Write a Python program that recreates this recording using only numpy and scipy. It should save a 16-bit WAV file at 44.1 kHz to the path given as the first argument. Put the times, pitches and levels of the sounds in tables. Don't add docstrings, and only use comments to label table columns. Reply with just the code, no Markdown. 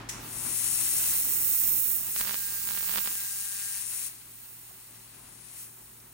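import sys
import numpy as np
from scipy import signal
from scipy.fft import rfft, irfft, next_fast_len
from scipy.io import wavfile

SR = 44100
rng = np.random.default_rng(int(sys.argv[2]) if len(sys.argv) > 2 else 0)


def bounce(signal):
    frames = np.transpose(np.atleast_2d(signal))
    limited = np.clip(frames, -1, 1)
    pcm = np.round(limited * 32767).astype(np.int16)
    wavfile.write(sys.argv[1], SR, pcm)


N = 270489

# time_s, level_db
RUMBLE_LEVELS = [(0, -47), (.85, -54.5), (1.72, -55), (1.92, -56), (3.0, -61), (3.42, -65), (5.3, -62),
                 (6.13, -62)]
# pitch_hz, gain_db
RUMBLE_COLOUR = [(20, -17), (48, 1.5), (70, -2), (110, -0.5), (170, -0.5), (300, 1), (480, -7.5),
                 (680, -6.5), (950, -2.5), (1500, -5.5), (3000, -12), (8000, -23.5), (16000, -30)]
# pitch_hz, level_db
FAN_TONES = [(49, -69.5), (115, -60.3), (157, -70.5), (230.5, -73), (382, -72)]

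# start_s, level_db, hold_s, fade_s (time to fall 60 dB)
VALVE_SPITS = [(0.088, -33.5, 0.0091, 0.027), (0.096, -42, 0.023, 0.56), (6, -53, .003, .02)]
# pitch_hz, left_db, right_db
SPIT_COLOUR = [(700, -39, -29), (1980, 0, -9), (4800, -15, -9), (5630, -3, 2), (7700, -1.5, -5),
               (9600, -2, -17), (12200, -11, -15), (16000, -26, -10)]

# start_s, peak_db, length_s
SLAG_GOBS = [(2.207, -45, .006), (2.972, -45, .0035)]
# pitch_hz, gain_db
HOLE_TONES = [(800, -15), (1200, -14), (1400, -18), (1600, 0), (1800, -8), (2000, -12), (2800, -10),
              (4000, -14), (4600, -14)]
# start_s, level_db
BIG_POPS = [(2.163, -13), (2.2095, -13), (2.2134, -12), (2.2734, -15), (2.2945, -12), (2.3095, -14),
            (2.3434, -12), (2.6895, -16), (2.7095, -15.5), (2.7744, -15), (2.8944, -14), (2.9395, -15),
            (2.9594, -9), (2.9742, -11), (2.9784, -14), (2.9836, -8), (2.9891, -12), (3.0595, -14),
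            (3.0744, -11)]
# start_s, end_s, pops_per_s
BOILING_BOUTS = [(2.195, 2.37, 125), (2.675, 2.87, 55), (2.87, 3.0, 110), (3.0, 3.18, 28)]

# pitch_hz, left_db, right_db
RUSH_COLOUR = [(3800, -35, -35), (4900, -18.5, -20.5), (5500, -11, -13.5), (6500, -9, -13.5),
               (7400, -7.5, -12.5), (8100, -4, -19), (9000, -1.5, -16), (9700, -1, -15.5),
               (10500, -3, -13.5), (11200, -4, -14), (11700, -11, -16), (12500, -14, -17),
               (14000, -13, -20), (15000, -12.5, -20), (16000, -17, -21)]
# pitch_hz, left_db, right_db
SIZZLE_COLOUR = [(7000, -40, -40), (10300, -31, -20), (11800, -25, -17), (12600, -24, -11),
                 (13400, -19, -7.5), (13950, -17, -2), (14700, -13, 0), (15300, -12, -1), (16000, -16, -3)]
# pitch_hz, left_db, right_db
ROAR_COLOUR = [(300, -30, -30), (650, -12.5, -13), (1200, -6.5, -7.5), (1900, 0, -2), (2300, -2, -2),
               (2750, 2, -1), (3200, -3, -2), (3700, -3, 0), (4300, 0, 2), (5000, -2, -3), (8000, -20, -20)]
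# pitch_hz, width_hz, gain_db
NOZZLE_RINGS = [(8750, 260, 1.5), (9450, 260, 3), (10030, 280, 3.5), (10950, 330, 4.5), (11600, 400, -2.5),
                (11900, 250, 3), (12450, 300, -2), (13750, 330, 4)]
# pitch_hz, width_hz, gain_db
GAP_RING = [(9700, 1700, 2.5)]
# pitch_hz, width_hz, gain_db
HEAD_RING = [(2620, 78, 3.5)]
# pitch_hz, lag_radians
LEFT_EAR_LAG = [(20, 0), (2000, 0), (2900, 3), (3600, 5), (4000, 7.9), (4700, 9), (5400, 11.1),
                (6200, 11.4), (7200, 12.6), (7900, 12.2), (9000, 14), (10400, 15.6), (11700, 16.6),
                (12800, 18.6), (14000, 20.9), (14900, 20.5), (16000, 21.8)]
# time_s, rush_db, sizzle_db, roar_db
PIERCING_LEVELS = [(.7, -29, -38, -44.5), (1.16, -32, -31.5, -43), (1.21, -34.5, -32, -48.5),
                   (1.68, -34.5, -28, -49), (1.96, -37.5, -30.5, -53), (2.02, -40, -36, -52),
                   (2.3, -40, -37, -47), (2.55, -40.5, -38.5, -51.5), (2.95, -39, -34, -46.5),
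                   (3.35, -39, -42.5, -51), (3.7, -38, -44.5, -50.5), (4.05, -37.5, -44, -50)]
# time_s, rush_db, sizzle_db, roar_db
OPEN_HOLE_LEVELS = [(4.2, -55, -58, -60.5), (4.43, -53, -51, -62.5), (5.11, -55.5, -59.5, -62.5),
                    (5.45, -52, -64, -61), (5.75, -55, -56.5, -66.5), (6.13, -59, -60, -66)]
# time_s, rise_s, fall_s, rush_db, sizzle_db, roar_db
JET_SURGES = [(.21, .08, 0.083, 2, 16, 13.5), (2.2, 0.042, 0.022, 5, 2, 5.5),
              (3.85, .03, .03, -2, -6, -2.5), (5.62, .09, 0.044, 7.5, 11, 6)]
PRESSURE_POWERS = [4.05, 4.3, 3.5]

VALVE_OPENS_S, PRESSURE_RISE_S = .11, .19
PULSE_HZ, PULSE_PHASE = 200, .88
PULSING_STARTS_S, PULSING_WEAKENS_S = 2.125, 3.79
BREAKTHROUGH_S, ESCAPE_S = 4.07, .05
CUTOFF_HZ = 15900


def from_db(db):
    return 10 ** (np.asarray(db) / 20)


def rms_one(x):
    return x / np.sqrt(np.mean(np.atleast_2d(x).mean(axis=0) ** 2) + 1e-20)


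def seconds():
    return np.arange(N) / SR


def in_time(rows):
    times, *columns = np.transpose(rows)
    return [np.interp(seconds(), times, column) for column in columns]


def ramp(start_s, length_s):
    return np.clip((seconds() - start_s) / length_s, 0, 1)


def settling(start_s, time_constant_s):
    return 1 - np.exp(-np.maximum(seconds() - start_s, 0) / time_constant_s)


def drift(rate_hz):
    step = 40
    memory = np.exp(-2 * np.pi * step * rate_hz / SR)
    noise = rng.standard_normal(N // step + 2002)
    slow = signal.lfilter([1], [1, -2 * memory, memory * memory], noise)[2000:]
    return np.interp(np.arange(N) / step, np.arange(len(slow)), rms_one(slow))


def stereo_noise(alike):
    return np.sqrt(alike) * rng.standard_normal(N) + np.sqrt(1 - alike) * rng.standard_normal((2, N))


def passed(x, hz, kind, order=2):
    return signal.sosfilt(signal.butter(order, hz, kind, fs=SR, output="sos"), x + 1e-18)


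def coloured(x, colour, rings=(), lag=((20, 0), (20000, 0))):
    size = next_fast_len(N)
    hz = np.arange(size // 2 + 1) * SR / size
    points, *columns = np.transpose(colour)
    gain_db = np.array([np.interp(np.log(hz + 1), np.log(points), column) for column in columns])
    gain_db += sum(db / (1 + (2 * (hz - centre) / width) ** 2) for centre, width, db in rings)
    left_delay = np.exp(-1j * np.interp(hz, *np.transpose(lag)) * np.array([[1], [0]]))
    return irfft(rfft(x, size) * from_db(gain_db) * left_delay, size)[:, :N]


def reflected(x, echo_db=-20, count=6):
    delays = (rng.uniform(.001, .012, (2, count)) * SR).astype(int)
    echoes = [sum(np.roll(ear, delay) for delay in row) for ear, row in zip(x, delays)]
    return x + from_db(echo_db) * np.array(echoes)


def extractor_fan():
    level_db, = in_time(RUMBLE_LEVELS)
    air = passed(stereo_noise(.93), 280, "low") + passed(stereo_noise(.25), 280, "high")
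    rumble = from_db(level_db + 1.5 + 1.5 * drift(8.3)) * rms_one(coloured(air, RUMBLE_COLOUR))
    hum = sum(from_db(db + 1.3 * drift(5)) * np.sin(2 * np.pi * hz * seconds() + .45 * drift(3))
              for hz, db in FAN_TONES)
    return rumble + np.sqrt(2) * hum * from_db(.84 * (level_db + 58))


def valve_spits(attack_s=.003):
    level = np.zeros(N)
    for start_s, db, hold_s, fade_s in VALVE_SPITS:
        fallen_db = 60 * np.maximum(seconds() - start_s - hold_s, 0) / fade_s
        level += ramp(start_s, attack_s) * from_db(db - fallen_db)
    return level * rms_one(coloured(stereo_noise(.14), SPIT_COLOUR))


def beam_phase():
    return (seconds() * PULSE_HZ - PULSE_PHASE) % 1


def pulsing(switch_s=.04, weak_depth=.38):
    strength = 1 - (1 - weak_depth) * ramp(PULSING_WEAKENS_S, switch_s)
    return ramp(PULSING_STARTS_S, switch_s) * strength * (1 - settling(BREAKTHROUGH_S, ESCAPE_S))


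def throb(depth, boil_db, flare_db, boil_share=.75, flare_width=.058):
    phase = (beam_phase() + .5) % 1 - .5
    boiling = np.exp(-((phase + boil_share / 2 - flare_width) / (boil_share / 2 + flare_width)) ** 4)
    flare = np.exp(-(phase / flare_width) ** 2)
    power = from_db(boil_db * boiling + flare_db * flare) ** 2
    return np.sqrt(1 + depth * (power / power.mean() - 1))


def metal_vapour(band_hz=(4280, 9000), fall_db_per_s=2):
    depth = pulsing()
    fizz = rms_one(passed(stereo_noise(.48), band_hz, "band", order=3))
    left_right_db = np.array([[-52], [-43.5]]) - fall_db_per_s * (seconds() - PULSING_STARTS_S)
    return depth * from_db(left_right_db) * fizz * throb(depth, boil_db=10, flare_db=3)


def slag_gobs():
    out = np.zeros(N)
    for start_s, peak_db, length_s in SLAG_GOBS:
        age = np.maximum(seconds() - start_s, 0) / length_s
        push = age * (1 - age / 2) * np.exp(-age)
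        out += from_db(peak_db) * push / push.max()
    return out


def singing_hole(level_db=-58.5):
    note = sum(from_db(db + 2.3 * drift(18)) * np.sin(2 * np.pi * hz * seconds() + .3 * drift(40))
               for hz, db in HOLE_TONES)
    return np.sqrt(2) * note * pulsing() ** 2 * from_db(level_db + np.array([[2.5], [-2.5]]))


def melt_clicks(edge_s=.035, jitter_s=.00022, fall_db_per_s=4, small_pop_db=-19.3):
    pulses = np.flatnonzero(np.diff(beam_phase()) < 0)
    pulse_s = pulses / SR
    pops_per_s = sum(rate * (ramp(start - edge_s / 2, edge_s) - ramp(end - edge_s / 2, edge_s))
                     for start, end, rate in BOILING_BOUTS)[pulses]
    scatter, size, feed, lateness = np.clip(rng.standard_normal((len(pulses), 4)), -2, 2).T
    boiling = np.sqrt(np.abs(pops_per_s) / pops_per_s.max())
    spatter_db = -42 - fall_db_per_s * (pulse_s - PULSING_STARTS_S) + 5 * boiling + 3 * scatter
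    clicks = np.zeros(N)
    clicks[pulses] = pulsing()[pulses] * from_db(spatter_db)
    beads_so_far = np.round(np.cumsum(pops_per_s / PULSE_HZ * (1 + feed / 2)))
    big_s, big_db = np.transpose(BIG_POPS)
    free = np.abs(pulse_s[:, None] - big_s).min(axis=1) > .5 / PULSE_HZ
    ready = free & (np.diff(beads_so_far, prepend=0) > 0)
    small_pops = (pulses + lateness * jitter_s * SR)[ready].astype(int)
    clicks[small_pops] += from_db(small_pop_db + 1.5 * size[ready])
    clicks[np.round(big_s * SR).astype(int)] += from_db(big_db)
    return clicks


def melt_pops(knock_hz=(720, 1150), top_hz=5000, recoil_hz=500, left_delay_s=.00055):
    clicks = melt_clicks()
    knock = from_db(-5) * passed(clicks, knock_hz, "band", order=1)
    click_peak = passed(signal.unit_impulse(SR // 100), top_hz, "low", order=3).max()
    spikes = passed(clicks + knock, top_hz, "low", order=3) / click_peak
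    right = passed(spikes, recoil_hz, "high", order=1)
    dull = passed(right, 1400, "low", order=1)
    left = from_db(-7.5) * np.interp(seconds() - left_delay_s, seconds(), dull)
    t = seconds()[:SR // 10]
    boom = np.cos(2 * np.pi * PULSE_HZ * t) * from_db(-37.5 - 60 * t / .042)
    return np.array([left, right]) + signal.fftconvolve(clicks, boom)[:N]


def repeating_hiss():
    harmonics = np.exp(2j * np.pi * rng.random(CUTOFF_HZ // PULSE_HZ))
    cycle = irfft(np.append(0, harmonics), 2 ** 12)
    return rms_one(np.interp(beam_phase(), np.arange(len(cycle)) / len(cycle), cycle))


def turbulence(depth, alike, flutter_db, grain_db, repeat_share=.165):
    share = repeat_share * depth
    noise = np.sqrt(1 - share) * stereo_noise(alike) + np.sqrt(share) * repeating_hiss()
    grain = np.clip(drift(400), -1.5, 1.5)
    return noise * from_db(flutter_db * drift(19) + grain_db * grain)


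def jet_levels():
    t = seconds()
    through = settling(BREAKTHROUGH_S, ESCAPE_S)
    levels_db = (1 - through) * in_time(PIERCING_LEVELS) + through * in_time(OPEN_HOLE_LEVELS)
    for time_s, rise_s, fall_s, *gains_db in JET_SURGES:
        width_s = np.where(t < time_s, rise_s, fall_s)
        levels_db += np.outer(gains_db, np.exp(-((t - time_s) / width_s) ** 2))
    pressure_db = 20 * np.log10(settling(VALVE_OPENS_S, PRESSURE_RISE_S) + 1e-9)
    return levels_db + np.outer(PRESSURE_POWERS, pressure_db)


def gas_jet(gap_onset_db=3, gap_range_db=6):
    rush_db, sizzle_db, roar_db = jet_levels()
    depth = pulsing()
    rush = turbulence(depth, alike=.72, flutter_db=.45, grain_db=1)
    rush *= throb(depth, boil_db=8.4, flare_db=.6)
    sizzle = turbulence(depth, alike=1, flutter_db=0, grain_db=.9)
    sizzle *= throb(depth, boil_db=10, flare_db=6)
    roar = turbulence(depth, alike=.16, flutter_db=1, grain_db=.3, repeat_share=.075)
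    roar *= throb(depth, boil_db=2, flare_db=5)
    rush = rms_one(coloured(reflected(rush), RUSH_COLOUR, NOZZLE_RINGS, LEFT_EAR_LAG))
    sizzle = rms_one(coloured(reflected(sizzle), SIZZLE_COLOUR, lag=LEFT_EAR_LAG))
    roar = rms_one(coloured(reflected(roar), ROAR_COLOUR, HEAD_RING, LEFT_EAR_LAG))
    ringing = np.clip((rush_db - sizzle_db - gap_onset_db) / gap_range_db, 0, 1)
    rush = (1 - ringing) * rush + ringing * rms_one(coloured(rush, [(20, 0)], GAP_RING))
    return from_db(rush_db + .2) * rush + from_db(sizzle_db + 3) * sizzle + from_db(roar_db - .47) * roar


def scene():
    piercing = gas_jet() + singing_hole() + melt_pops() + slag_gobs() + metal_vapour()
    return piercing + valve_spits() + extractor_fan()


def record(dry):
    return signal.sosfilt(signal.ellip(12, .1, 80, CUTOFF_HZ, fs=SR, output="sos"), dry)


dry = scene()
out = record(dry)
bounce(out)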